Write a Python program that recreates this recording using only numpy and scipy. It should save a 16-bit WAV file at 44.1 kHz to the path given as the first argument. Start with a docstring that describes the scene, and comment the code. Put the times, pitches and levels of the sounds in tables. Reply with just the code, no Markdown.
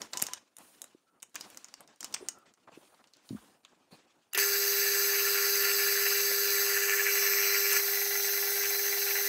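"""A mill-drill motor runs: mains hum, a rattle twice a mains cycle, gear tones and a high whine in housing hiss.
Lowering the quill changes the colour; then the tap bites and the speed sags a little.
Before that, hands fit the tap: steel parts click, the bench is bumped, fingers and sleeves rustle.
A contactor snaps between the two. Tones, bumps and the holder's ring are sines; the rest is mostly
shaped noise or pulses. Clicks, bumps and short narrow-band sounds leave a diffuse tail in the shop."""
import sys
import numpy as np
from scipy import signal
from scipy.io import wavfile
from scipy.ndimage import uniform_filter1d

SR = 44100
rng = np.random.default_rng(int(sys.argv[2]) if len(sys.argv) > 2 else 0)


def convert_level_to_amplitude(level_db):
    """Map a level in decibels to its linear amplitude factor."""
    exponent = np.asarray(level_db, float) / 20
    return 10 ** exponent


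def int16_out(signal):
    """Quantize to a 16-bit WAV file."""
    q = np.round(np.clip(np.atleast_2d(signal).T, -1, 1) * 32767)
    wavfile.write(sys.argv[1], SR, q.astype(np.int16))


N = 409248

# Work stage, 0 quill up - 1 quill lowered - 2 cutting: t/s, stage
WORK_STAGE = [(6.66, 0.0046), (6.83, 0.3), (7.17, 1), (7.78, 1), (7.81, 2)]
# The contact closes, lets go once around the bounce, then holds
SWITCH_S, BOUNCE_S, BOUNCE_WIDTH_S, BOUNCE_DB = 4.345, 4.367, 0.011, -15
START = round(SWITCH_S * SR)

# In the tables below, "x3" is one column each for quill up, lowered, cutting.
MAINS_HZ = 50
# Hum partials: f/multiple of mains, level/dB x3
HUM_PARTIALS = [(8, -39, -39.5, -42), (8.45, -61, -61, -66), (10, -57, -57, -60), (16, -61, -60, -59),
                (22, -60, -60, -65), (24, -60, -59, -65), (26, -57, -57, -62), (28, -52, -52, -62),
                (30, -56, -56, -62), (32, -53, -55, -60)]
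RATTLE_DB, HOUSING_DB = (-35.5, -36, -39.5), (-31, -31, -32.5)
BUZZ_SHARE, KNOCK_STRENGTH = (0.43, 0.58, 0.62), (0.28, 0.26, 0.78)
KNOCK_S, TURN_S = 8.151, .0455  # time of one knock, and the spacing of all
SAG = .0032  # share of speed lost in the cut
# Gearbox resonances: f/Hz, width/Hz (before body() widens it), relative level/dB x3
GEARBOX_MODES = [(748, 140, -16, -11, -7), (1126, 210, -12.5, -8, -11.5), (1405, 64, -4, -1.5, -5),
                 (1575, 76, -7, -2, -2.5), (1742, 83, 3, 7, -0.5), (1999, 118, -1, 6.5, 4),
                 (2300, 160, -2.5, 5, -1.5), (2700, 280, 0.5, 4.5, -1)]
# Housing resonances, same columns
HOUSING_MODES = [(3450, 500, -16, -15, -12), (4130, 200, -8, -10, -7), (4650, 170, -6, -10, -10),
                 (5000, 300, -3, -11, -11), (5250, 130, -13, -7, -9), (5800, 250, -8, -3, -5),
                 (6250, 280, 1, 0, -2), (6800, 300, -9, -12, -11), (7500, 300, -10, -9, -13),
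                 (8050, 400, -5, -6, -7), (9000, 500, -14, -15, -16), (10150, 350, -10, -11, -9),
                 (10650, 400, -7, -11, -6), (11400, 350, -10, -11, -10), (12050, 450, -1, 0, -2),
                 (12650, 400, -5, -5, -7), (13250, 500, -1, -1, 0), (13950, 500, -8, -3, -7),
                 (14530, 500, -8, -3, -1), (15200, 550, -1, -3, -3), (15600, 400, -10, -9, -6)]
# Swells and slackenings of the running gear: middle t/s, width/s, rattle level/dB, share felt in the hiss
GEAR_SURGES = [(4.388, 0.03, 3.5, 0.95), (4.68, 0.24, -3.5, -0.15), (6.4, 0.18, -3.5, 0.002),
               (6.95, 0.12, 2.5, 0.34), (7.3, 0.41, 1.5, 0.3), (7.725, 0.013, 4.5, 0.86),
               (7.771, 0.013, 5.5, 1)]
# Gear mesh comb with sidebands: f/multiple of mesh, sideband number, level/dB x3
MESH_HZ, MESH_SIDE_HZ = 583.73, 99.4  # at free speed
MESH_TONES = [(6, 0, -57, -60, -66), (7, -1, -49, -61, -55), (7, 0, -46, -44, -46), (8, -1, -43, -59, -58),
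              (8, 0, -46, -43, -47), (9, -1, -46, -50, -54), (9, 0, -53, -46, -53), (9, 1, -59, -47, -48),
              (10, -1, -51, -48, -51), (10, 1, -60, -49, -54), (10, 2, -57, -52, -57),
              (11, -1, -54, -46, -44)]
# High whine, evenly stepped around its centre: steps, sideband number, level/dB x3
WHINE_HZ, WHINE_STEP_HZ, WHINE_SIDE_HZ = 13274.9, 632.8, 115.7  # at free speed
WHINE_TONES = [(-2, 0, -43, -41, -46), (-2, 1, -51, -55, -54), (-2, 2, -51, -49, -50),
               (-1, -2, -52, -52, -56), (-1, 0, -43, -44, -46), (0, -2, -49, -45, -52),
               (0, 0, -42, -43, -43), (0, 1, -50, -52, -51), (1, 0, -51, -49, -53), (2, 0, -52, -50, -47)]
# Further single tones that follow the shaft speed: f/Hz at free speed, level/dB x3
SINGLE_TONES = [(3778, -55, -60, -58), (4611.6, -51, -57, -69), (4916.4, -51, -64, -62),
                (5285.9, -62, -51, -52), (5779, -66, -52, -57), (6185, -50, -56, -60),
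                (6281.6, -58, -52, -53), (6480.2, -52, -56, -70), (7929.9, -45, -45, -52),
                (12584.6, -52, -53, -55), (14573.7, -59, -53, -50)]
TRAVEL_TONES_DB, TRAVEL_HISS_DB = -6, -2  # tones and hiss thin out while the quill travels
# The quill sliding in its bore: f/Hz, level/dB
QUILL_SLIDE = [(6000, -53), (6800, -45), (7800, -43)]
# Colour of the low rumble: f/Hz, relative level/dB per Hz
RUMBLE_COLOUR = [(12, -47), (43, -3), (86, -15.5), (145, -13), (338, -2), (364, -52), (398, -36), (455, 8),
                 (700, -4.5), (910, -67)]
RUMBLE_DB = (-62, -62, -63)

# Steel on steel, the contactor, last the tap meeting the hole:
# t/s, level/dB, centre f/Hz, lower body/dB against the crack
STEEL_CLICKS = [(0.0176, -25.5, 5140, -7), (0.1334, -24.5, 4500, -9), (0.1375, -29.5, 6460, -1),
                (0.1725, -19.5, 6240, -24.5), (0.1775, -33, 7450, -16.5), (0.1934, -32, 7500, -23),
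                (0.1987, -27, 6000, -7), (0.209, -36, 6000, -21), (0.2186, -20.5, 6260, -21.5),
                (0.2235, -10.5, 11540, -11), (0.238, -26, 6200, -27.5), (0.267, -23.5, 6200, -33.5),
                (0.2857, -40, 5000, 7), (0.3345, -22, 5950, -12), (0.5675, -36, 9800, -28),
                (0.5853, -37, 9400, -30), (0.818, -26, 9000, -59), (0.842, -33, 8550, -10.5),
                (1.201, -60, 4000, -14), (1.2232, -38, 8000, -22), (1.2282, -30, 7700, -7.5),
                (1.295, -60, 8000, -25), (1.345, -42, 7250, -17), (1.3557, -26, 6200, -9),
                (1.36, -32.5, 2010, -1), (1.403, -44, 7000, -10), (1.4097, -27.5, 5170, -12),
                (1.502, -42, 12000, -20), (1.5463, -41.5, 6630, -3), (1.573, -29.5, 6160, -14),
                (1.6444, -32.5, 6000, -11), (1.685, -48, 4500, -1), (1.74, -33, 5560, -7),
                (1.8063, -36, 8800, -12), (1.876, -47, 5600, -7), (1.96, -56, 6000, -11.5),
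                (2.0066, -29, 6160, -17), (2.0293, -32, 5320, -1.5), (2.0447, -22.5, 6000, -9),
                (2.126, -39, 5980, -26), (2.141, -22.5, 5370, -36), (2.145, -18.5, 5760, -8),
                (2.1641, -43, 1780, 10), (2.2863, -18.5, 6600, -15), (2.387, -50, 12000, -20),
                (2.5385, -52.5, 5640, -3), (2.575, -63, 1275, -4), (2.945, -56, 3930, -12),
                (3.041, -54, 3000, 5), (3.0729, -53, 5360, -14), (3.136, -44, 4670, -20),
                (3.1682, -53, 6010, -42), (3.2907, -40, 4500, -22), (3.6497, -43.5, 2850, 0),
                (4.33, -42.5, 6000, -8), (4.334, -23, 12000, -13), (4.348, -22, 2720, -10),
                (4.3759, -13.5, 11000, -13), (4.385, -20, 2460, -6), (7.731, -15, 9000, -20)]
# Ring of the tap holder before each grip detunes and damps it: f/Hz, level/dB, t60/s
HOLDER_MODES = [(2110, -20, 0.035), (3024, -14, 0.025), (3720, -14, 0.022), (5730, -17, 0.014),
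                (6300, -15, 0.014), (7110, -3, 0.014), (8700, -5, 0.016)]
# Short narrow-band sounds: scrapes, dull rings, a brush, a blip of hum at the switch:
# t/s, length/s, level/dB, starting f/Hz, width/Hz
NARROW_SOUNDS = [(0.133, 0.085, -52, 1034, 90), (0.264, 0.091, -56.5, 1037, 90),
                 (1.052, 0.16, -76.5, 1380, 160), (2.202, 0.08, -65.5, 9300, 1200),
                 (2.233, 0.23, -66.5, 1433, 200), (2.672, 0.026, -52, 900, 1190),
                 (2.72, 0.058, -66, 2720, 494), (2.917, 0.036, -63, 1000, 900),
                 (2.988, 0.036, -65, 1200, 1500), (3.357, 0.039, -59, 1285, 900),
                 (3.913, 0.048, -61.5, 4330, 600), (3.914, 0.049, -68, 2650, 400),
                 (4.313, 0.024, -69, 4640, 120), (4.33, 0.038, -42, 2800, 150),
                 (4.349, 0.02, -44.5, 396, 40), (6.302, 0.019, -44.5, 645, 497)]
GLIDE_PER_S = 0.56  # share of their pitch lost per second
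# Dull bumps on bench and machine: t/s, level/dB, starting f/Hz, t60/s
DULL_BUMPS = [(0.224, -29.5, 231, 0.014), (0.948, -43.5, 337, 0.017), (2.208, -49, 368, 0.051),
              (2.225, -39, 410, 0.036), (2.774, -38.5, 338, 0.018), (3.307, -31, 270, 0.032),
              (3.328, -34, 227, 0.051), (3.348, -33.5, 236, 0.05), (3.306, -43, 136, 0.22),
              (3.926, -48.5, 207, 0.044)]
# Fingers fumbling with the parts: t/s, length/s, level/dB, grit/dB against the dull shuffle
FINGER_FUMBLES = [(0, 0.023, -52, 0), (0.124, 0.23, -54, 3.5), (0.574, 0.36, -63, -1),
                  (1.341, 0.19, -57.5, 0.5), (1.542, 0.3, -62.5, -1.5), (1.772, 0.046, -61.5, -8),
                  (1.879, 0.048, -65, 1.5), (2.0, 0.27, -58, -2), (2.13, 0.29, -59.5, -6),
                  (2.452, 0.021, -65.5, 0.5), (2.57, 0.16, -71.5, -5), (2.714, 0.051, -60, -4),
                  (2.805, 0.3, -65.5, -3), (3.127, 0.14, -69.5, 2), (3.287, 0.25, -61, -2.5),
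                  (3.627, 0.32, -69.5, -1.5), (3.906, 0.047, -58, -5), (3.988, 0.26, -68.5, -2.5)]
GRAB_S, TIRE_DB_PER_S, LET_GO_DB_PER_S = 0.0081, 30.5, 158.5  # letting go adds to tiring
# Cloth brushing past, a soft swell of fine hiss: t/s, length/s, level/dB
CLOTH_BRUSHES = [(0, 0.075, -58.5), (0.096, 0.26, -63), (0.572, 0.3, -62.5), (1.345, 0.36, -64.5),
                 (1.995, 0.37, -69), (2.72, 0.33, -69.5), (3.238, 0.32, -64.5), (3.906, 0.078, -67)]
BRUSH_RISE_SHARE, BRUSH_DEPTH_DB = 0.19, 13.5
# Colour of the dull shuffle: f/Hz, relative level/dB per Hz
SHUFFLE_COLOUR = [(35, -63), (60, -20.5), (289, 1), (388, -4), (784, -5), (1120, -9.5), (3000, -24.5),
                  (3900, -48), (6600, -120)]
# Colour of the gritty rub, same columns
RUB_COLOUR = [(590, -32), (1000, -8.5), (1630, -9), (2130, -12.5), (2510, -9.5), (8000, -16),
              (10400, -51.5), (17600, -120)]
# Colour of the fine cloth hiss, same columns
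HISS_COLOUR = [(3820, -30), (6500, -5), (8000, -6), (9090, 4), (10200, -2), (11500, -6), (12800, -5),
               (14900, -7.5), (16000, -7.5)]
STILL_SHUFFLE_DB, STILL_RUB_DB, STILL_HISS_DB = -79.5, -82, -84.5  # the shop when nothing moves


def evened(x):
    """Scales to rms 1."""
    return x / np.sqrt(np.mean(x ** 2) + 1e-20)


def by_stage(values):
    """Blends three values as the work stage moves on, one result a sample from the switch on."""
    s, stage = np.transpose(WORK_STAGE)
    return np.interp(np.interp(np.arange(START, N) / SR, s, stage), range(3), values)


def staged(db):
    """Gain that blends three dB values as the work stage moves on."""
    return convert_level_to_amplitude(by_stage(db))


def add(mix, s, sound):
    """Mixes a sound in at time s."""
    part = mix[round(s * SR):][:len(sound)]
    part += sound[:len(part)]


def resonate(x, hz, width, count=1):
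    """Two-pole band-pass, steeper when repeated."""
    for _ in range(count):
        x = signal.lfilter(*signal.iirpeak(min(hz, SR / 2.2), hz / width, SR), x)
    return x


def wander(size, hz):
    """Slow chance of rms 1, up to about hz."""
    step = int(SR / hz)
    held = np.repeat(rng.standard_normal(size // step + 1), step)[:size]
    return evened(uniform_filter1d(held, step))


def noise(colour, patchy_db):
    """Random short-time spectra of a given colour, in drifting patches, at rms 1."""
    hz = np.fft.rfftfreq(1024, 1 / SR)
    f, db = np.transpose(colour)
    real, imaginary, patches = rng.standard_normal((N // 256 + 5, 513, 3)).T
    patches = evened(uniform_filter1d(uniform_filter1d(patches, 10, 0), 6, 1))
    colour_db = np.interp(np.log(hz + 1), np.log(f + 1), db)[:, None]
    spectra = (real + 1j * imaginary) * convert_level_to_amplitude(colour_db + patchy_db * patches)
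    return evened(signal.istft(spectra, nperseg=1024, noverlap=768)[1][:N])


def body(drive, modes, patchy_db, apart=0):
    """The drive rings wavering resonances, shifted by apart samples from one to the next.
    Their gains are balanced to unit power in every stage."""
    gains = np.array([staged(db) for _, _, *db in modes])
    gains /= np.sqrt((gains ** 2).sum(0))
    out = 0
    for k, ((hz, width, *_), gain) in enumerate(zip(modes, gains)):
        waver = convert_level_to_amplitude(patchy_db * wander(len(drive), hz=50))
        ring = evened(resonate(np.roll(drive, k * apart), hz, 1.5 * width, count=2))
        out = out + (-1) ** k * gain * waver * ring  # alternate signs between neighbours
    return out


def motor():
    """Hum locked to the mains; rattle, tones and hiss from the turning parts."""
    size = N - START
    t = np.arange(size) / SR
    stage = by_stage(range(3))
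    cutting = np.clip(stage - 1, 0, 1)
    travel = np.sin(np.pi * np.clip(stage, 0, 1))  # 1 midway through the quill's travel
    turns = np.cumsum(1 - SAG * cutting + .0001 * wander(size, hz=4)) / SR  # time at free speed
    rattle_db, hiss_db = motor_levels(t)
    engaged = np.clip((t - .028) / 0.005, 0, 1)  # the hum takes hold at the second contact
    tonal = mains_hum(t) + convert_level_to_amplitude(TRAVEL_TONES_DB * travel) * turning_tones(turns)
    sound = np.sqrt(2) * engaged * tonal
    sound += convert_level_to_amplitude(rattle_db) * rattle(t)
    sound += convert_level_to_amplitude(hiss_db + TRAVEL_HISS_DB * travel) * housing_hiss(t, turns)
    sound += travel * quill_slide(size)
    sound += staged(RUMBLE_DB) * noise(RUMBLE_COLOUR, patchy_db=1.5)[:size]
    return np.concatenate([np.zeros(START), np.clip(t / 0.0037, 0, 1) * sound])


def motor_levels(t):
    """Rattle and hiss dB: a level for each stage, slow surges, and the gap while the contact bounces."""
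    s = t + SWITCH_S
    gap_db = BOUNCE_DB * np.exp(-((s - BOUNCE_S) / BOUNCE_WIDTH_S) ** 2)
    rattle_db = by_stage(RATTLE_DB) + 0.091 * gap_db
    hiss_db = by_stage(HOUSING_DB) + gap_db
    for middle, width, db, share in GEAR_SURGES:
        swell = db * np.exp(-((s - middle) / width) ** 2)
        rattle_db = rattle_db + swell
        hiss_db = hiss_db + share * swell
    return rattle_db, hiss_db


def mains_hum(t):
    """Steady sines tied to the mains frequency, not to the speed of the motor."""
    return sum(staged(db) * np.sin(2 * np.pi * (k * MAINS_HZ * t + rng.random())) for k, *db in HUM_PARTIALS)


def rattle(t):
    """Loose gears buzz twice a mains cycle over finer chatter, and knock once a shaft turn."""
    size = len(t)
    beat = 2 * MAINS_HZ * t + .05 * wander(size, hz=30)
    taps = np.diff(np.maximum.accumulate(np.floor(beat)), prepend=0)  # one pulse a beat
    taps = taps * convert_level_to_amplitude(2.5 * wander(size, hz=70))
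    puffs = np.exp(-(beat % 1) / 1.4) * rng.standard_normal(size)
    turn = (t + START / SR - KNOCK_S) / TURN_S % 1
    force = convert_level_to_amplitude(3 * np.clip(wander(size, hz=20), -2, 1))
    knocks = np.exp(-turn / 0.33) * force * rng.standard_normal(size)
    buzz = by_stage(BUZZ_SHARE)
    drive = buzz * (0.92 * evened(taps) + evened(puffs))
    drive += (1 - buzz) * rng.standard_normal(size)  # the finer chatter
    drive += by_stage(KNOCK_STRENGTH) * evened(knocks)
    drive *= convert_level_to_amplitude(1.5 * wander(size, hz=45))  # the play in the gears comes and goes
    drive /= np.sqrt(uniform_filter1d(drive ** 2, SR // 3))  # holds the slow level even
    return body(drive, GEARBOX_MODES, patchy_db=2.2)


def turning_tones(turns):
    """Gear mesh, whine and single sines follow the shaft speed, each wavering in level and phase."""
    tones = [(k * MESH_HZ + m * MESH_SIDE_HZ, *db) for k, m, *db in MESH_TONES]
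    tones += [(WHINE_HZ + k * WHINE_STEP_HZ + m * WHINE_SIDE_HZ, *db) for k, m, *db in WHINE_TONES]
    tones += list(SINGLE_TONES)
    size, out = len(turns), 0
    for hz, *db in tones:
        waver = convert_level_to_amplitude(2.8 * wander(size, hz=40) - .7)
        cycles = hz * turns + rng.random() + .08 * wander(size, hz=30)
        out = out + staged(db) * waver * np.sin(2 * np.pi * cycles)
    return out


def housing_hiss(t, turns):
    """Noise throbbing with the mains rings the housing; a repeating mesh pattern adds faint tones."""
    throb = 1 + 0.32 * np.cos(4 * np.pi * MAINS_HZ * t) + 0.19 * np.cos(8 * np.pi * MAINS_HZ * t)
    pattern = rng.standard_normal(SR // 8)
    repeated = pattern[np.round(turns * SR).astype(int) % round(SR / 41.4)]  # 41.4 Hz at free speed
    drive = throb * rng.standard_normal(len(t)) + 0.7 * repeated
    return body(drive, HOUSING_MODES, patchy_db=1.5, apart=SR // MAINS_HZ * 3)


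def quill_slide(size):
    """Friction noise in a few bands, from the quill sliding in its bore."""
    return sum(convert_level_to_amplitude(db) * evened(resonate(rng.standard_normal(size), hz, 455, count=2)) for hz, db in QUILL_SLIDE)


def clicks():
    """A few ms of chatter with its own colour, a duller body, and the holder's modes near that colour."""
    out, t = np.zeros(N), np.arange(SR // 5) / SR
    for s, db, hz, body_db in STEEL_CLICKS:
        hiss = rng.standard_normal(len(t))
        lumps = convert_level_to_amplitude(4 * wander(len(t), hz=700))
        snap = hiss * convert_level_to_amplitude(-60 * t / 0.006)  # the first touch
        chatter = lumps * convert_level_to_amplitude(-11.5 - 60 * t / 0.049) + convert_level_to_amplitude(-18.5 - 60 * t / 0.045)
        burst = snap + hiss * chatter
        sparkle_db = -10.5 + 19.0 * np.log2(hz / 6000)  # brighter clicks sparkle more
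        crack = resonate(burst, hz, .5 * hz, count=2)
        crack += convert_level_to_amplitude(sparkle_db) * resonate(snap + 0.17 * burst, 11500, 8000)
        low = resonate(burst, 1350, 3000, count=2)
        ring = holder_ring(t, hz)
        add(out, s, convert_level_to_amplitude(db) * (crack / abs(crack).max() + convert_level_to_amplitude(body_db) * low / abs(low).max() + ring))
    return out


def holder_ring(t, hz):
    """Decaying sines, weaker away from the click's colour; each grip detunes and damps other modes."""
    out = np.zeros(len(t))
    for f, level, t60 in HOLDER_MODES:
        tune, damp_db = rng.uniform(.93, 1.07), rng.uniform(-14, 0)
        level_db = level + damp_db - 1.5 * abs(np.log2(f / hz))
        out += convert_level_to_amplitude(level_db - 60 * t / t60) * np.sin(2 * np.pi * f * tune * t)
    return out


def narrow_sounds():
    """Narrow-band noise around one falling pitch: scrapes, dull rings, a brush, a blip of hum."""
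    out = np.zeros(N)
    for s, length, db, from_hz, width in NARROW_SOUNDS:
        size = round(length * SR)
        pole = np.exp(-np.pi * width / SR)
        grains = [1, 1j] @ rng.standard_normal((2, SR // 4))
        fuzz = signal.lfilter([1], np.poly([pole, pole]), grains)[-size:]
        glide = np.linspace(from_hz, from_hz * (1 - GLIDE_PER_S * length), size)
        tone = (fuzz * np.exp(2j * np.pi * np.cumsum(glide) / SR)).real  # shifts the fuzz up to the glide
        add(out, s, convert_level_to_amplitude(db) * evened(tone) * signal.windows.tukey(size, .4))
    return out


def bumps():
    """A few soft-edged cycles that sag in pitch."""
    out, t = np.zeros(N), np.arange(SR // 5) / SR
    for s, db, hz, t60 in DULL_BUMPS:
        shape = (1 - np.exp(-t / 0.0018)) * convert_level_to_amplitude(-60 * t / t60)
        add(out, s, convert_level_to_amplitude(db + 7.5) * shape * np.sin(2 * np.pi * hz * t * (1 - 3 * t)))
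    return out


def hands():
    """Three noise textures of skin and cloth on metal: dull shuffle, grainy rub and fine hiss."""
    shuffle_gain, rub_gain = fumbling()
    shuffle = noise(SHUFFLE_COLOUR, patchy_db=1.5) * convert_level_to_amplitude(3 * wander(N, hz=50))
    rub = noise(RUB_COLOUR, patchy_db=2.2) * convert_level_to_amplitude(2.5 * wander(N, hz=70)) + rub_grains()
    hiss = noise(HISS_COLOUR, patchy_db=1.5)
    return shuffle_gain * shuffle + rub_gain * rub + brushing() * hiss


def rub_grains():
    """Faint random grains that roughen the rub: tiny noise bursts, about 70 a second, in one broad band."""
    hits = (rng.random(N) < 70 / SR) * convert_level_to_amplitude(4 * np.minimum(rng.exponential(1, N), 3))
    grain = rng.standard_normal(300) * convert_level_to_amplitude(-60 * np.arange(300) / SR / 0.0039)
    return 0.22 * evened(resonate(signal.oaconvolve(hits, grain)[:N], 4000, 6000, count=2))


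def fumbling():
    """Each fumble grabs quickly, tires slowly and lets go: gains of shuffle and rub."""
    t = np.arange(N) / SR
    shuffle, rub = convert_level_to_amplitude(2 * STILL_SHUFFLE_DB), convert_level_to_amplitude(2 * STILL_RUB_DB)  # summed as powers
    for s, length, db, grit_db in FINGER_FUMBLES:
        age = np.maximum(t - s, 0)
        fall_db = TIRE_DB_PER_S * age + LET_GO_DB_PER_S * np.maximum(age - length, 0)
        power = np.minimum(age / GRAB_S, 1) ** 2 * convert_level_to_amplitude(2 * (db - fall_db))
        shuffle = shuffle + power
        rub = rub + power * convert_level_to_amplitude(2 * grit_db)
    return np.sqrt(shuffle), np.sqrt(rub)


def brushing():
    """Each brush swells early and fades towards its end: gain of the fine hiss."""
    t, power = np.arange(N) / SR, convert_level_to_amplitude(2 * STILL_HISS_DB)
    for s, length, db in CLOTH_BRUSHES:
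        u = (t - s) / length
        away = np.maximum(1 - u / BRUSH_RISE_SHARE, (u - BRUSH_RISE_SHARE) / (1 - BRUSH_RISE_SHARE))
        power = power + convert_level_to_amplitude(2 * (db - BRUSH_DEPTH_DB * np.minimum(away, 10) ** 2))
    return np.sqrt(power)


def workshop(x):
    """Short diffuse tail of a crowded shop: convolution with decaying, band-passed noise."""
    t = np.arange(SR // 2) / SR
    tail = resonate(rng.standard_normal(len(t)), 2525, 6700) * convert_level_to_amplitude(-60 * t / 0.21) * (t > .006)
    return signal.oaconvolve(x, tail / np.linalg.norm(tail))[:N]


def scene():
    """The machine, the handling before it, and the shop's answer to the hits."""
    hits = clicks() + bumps() + narrow_sounds()
    hits = signal.lfilter(*signal.butter(2, 110, "high", fs=SR), hits)  # small parts give no deep bass
    return (motor() + hits + hands() + convert_level_to_amplitude(-17.5) * workshop(hits))[None]


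def band_limit(x):
    """A steep low-pass at the top of the band."""
    return signal.sosfilt(signal.butter(12, 16830, fs=SR, output="sos"), x)


def record(dry):
    """Limits the band with a steep low-pass and finishes the mix."""
    edge = signal.firwin(1201, 15740, window=("kaiser", 7), fs=SR)
    mix = signal.oaconvolve(dry, edge[None], "same")
    return band_limit(mix)


dry = scene()
out = record(dry)
int16_out(out)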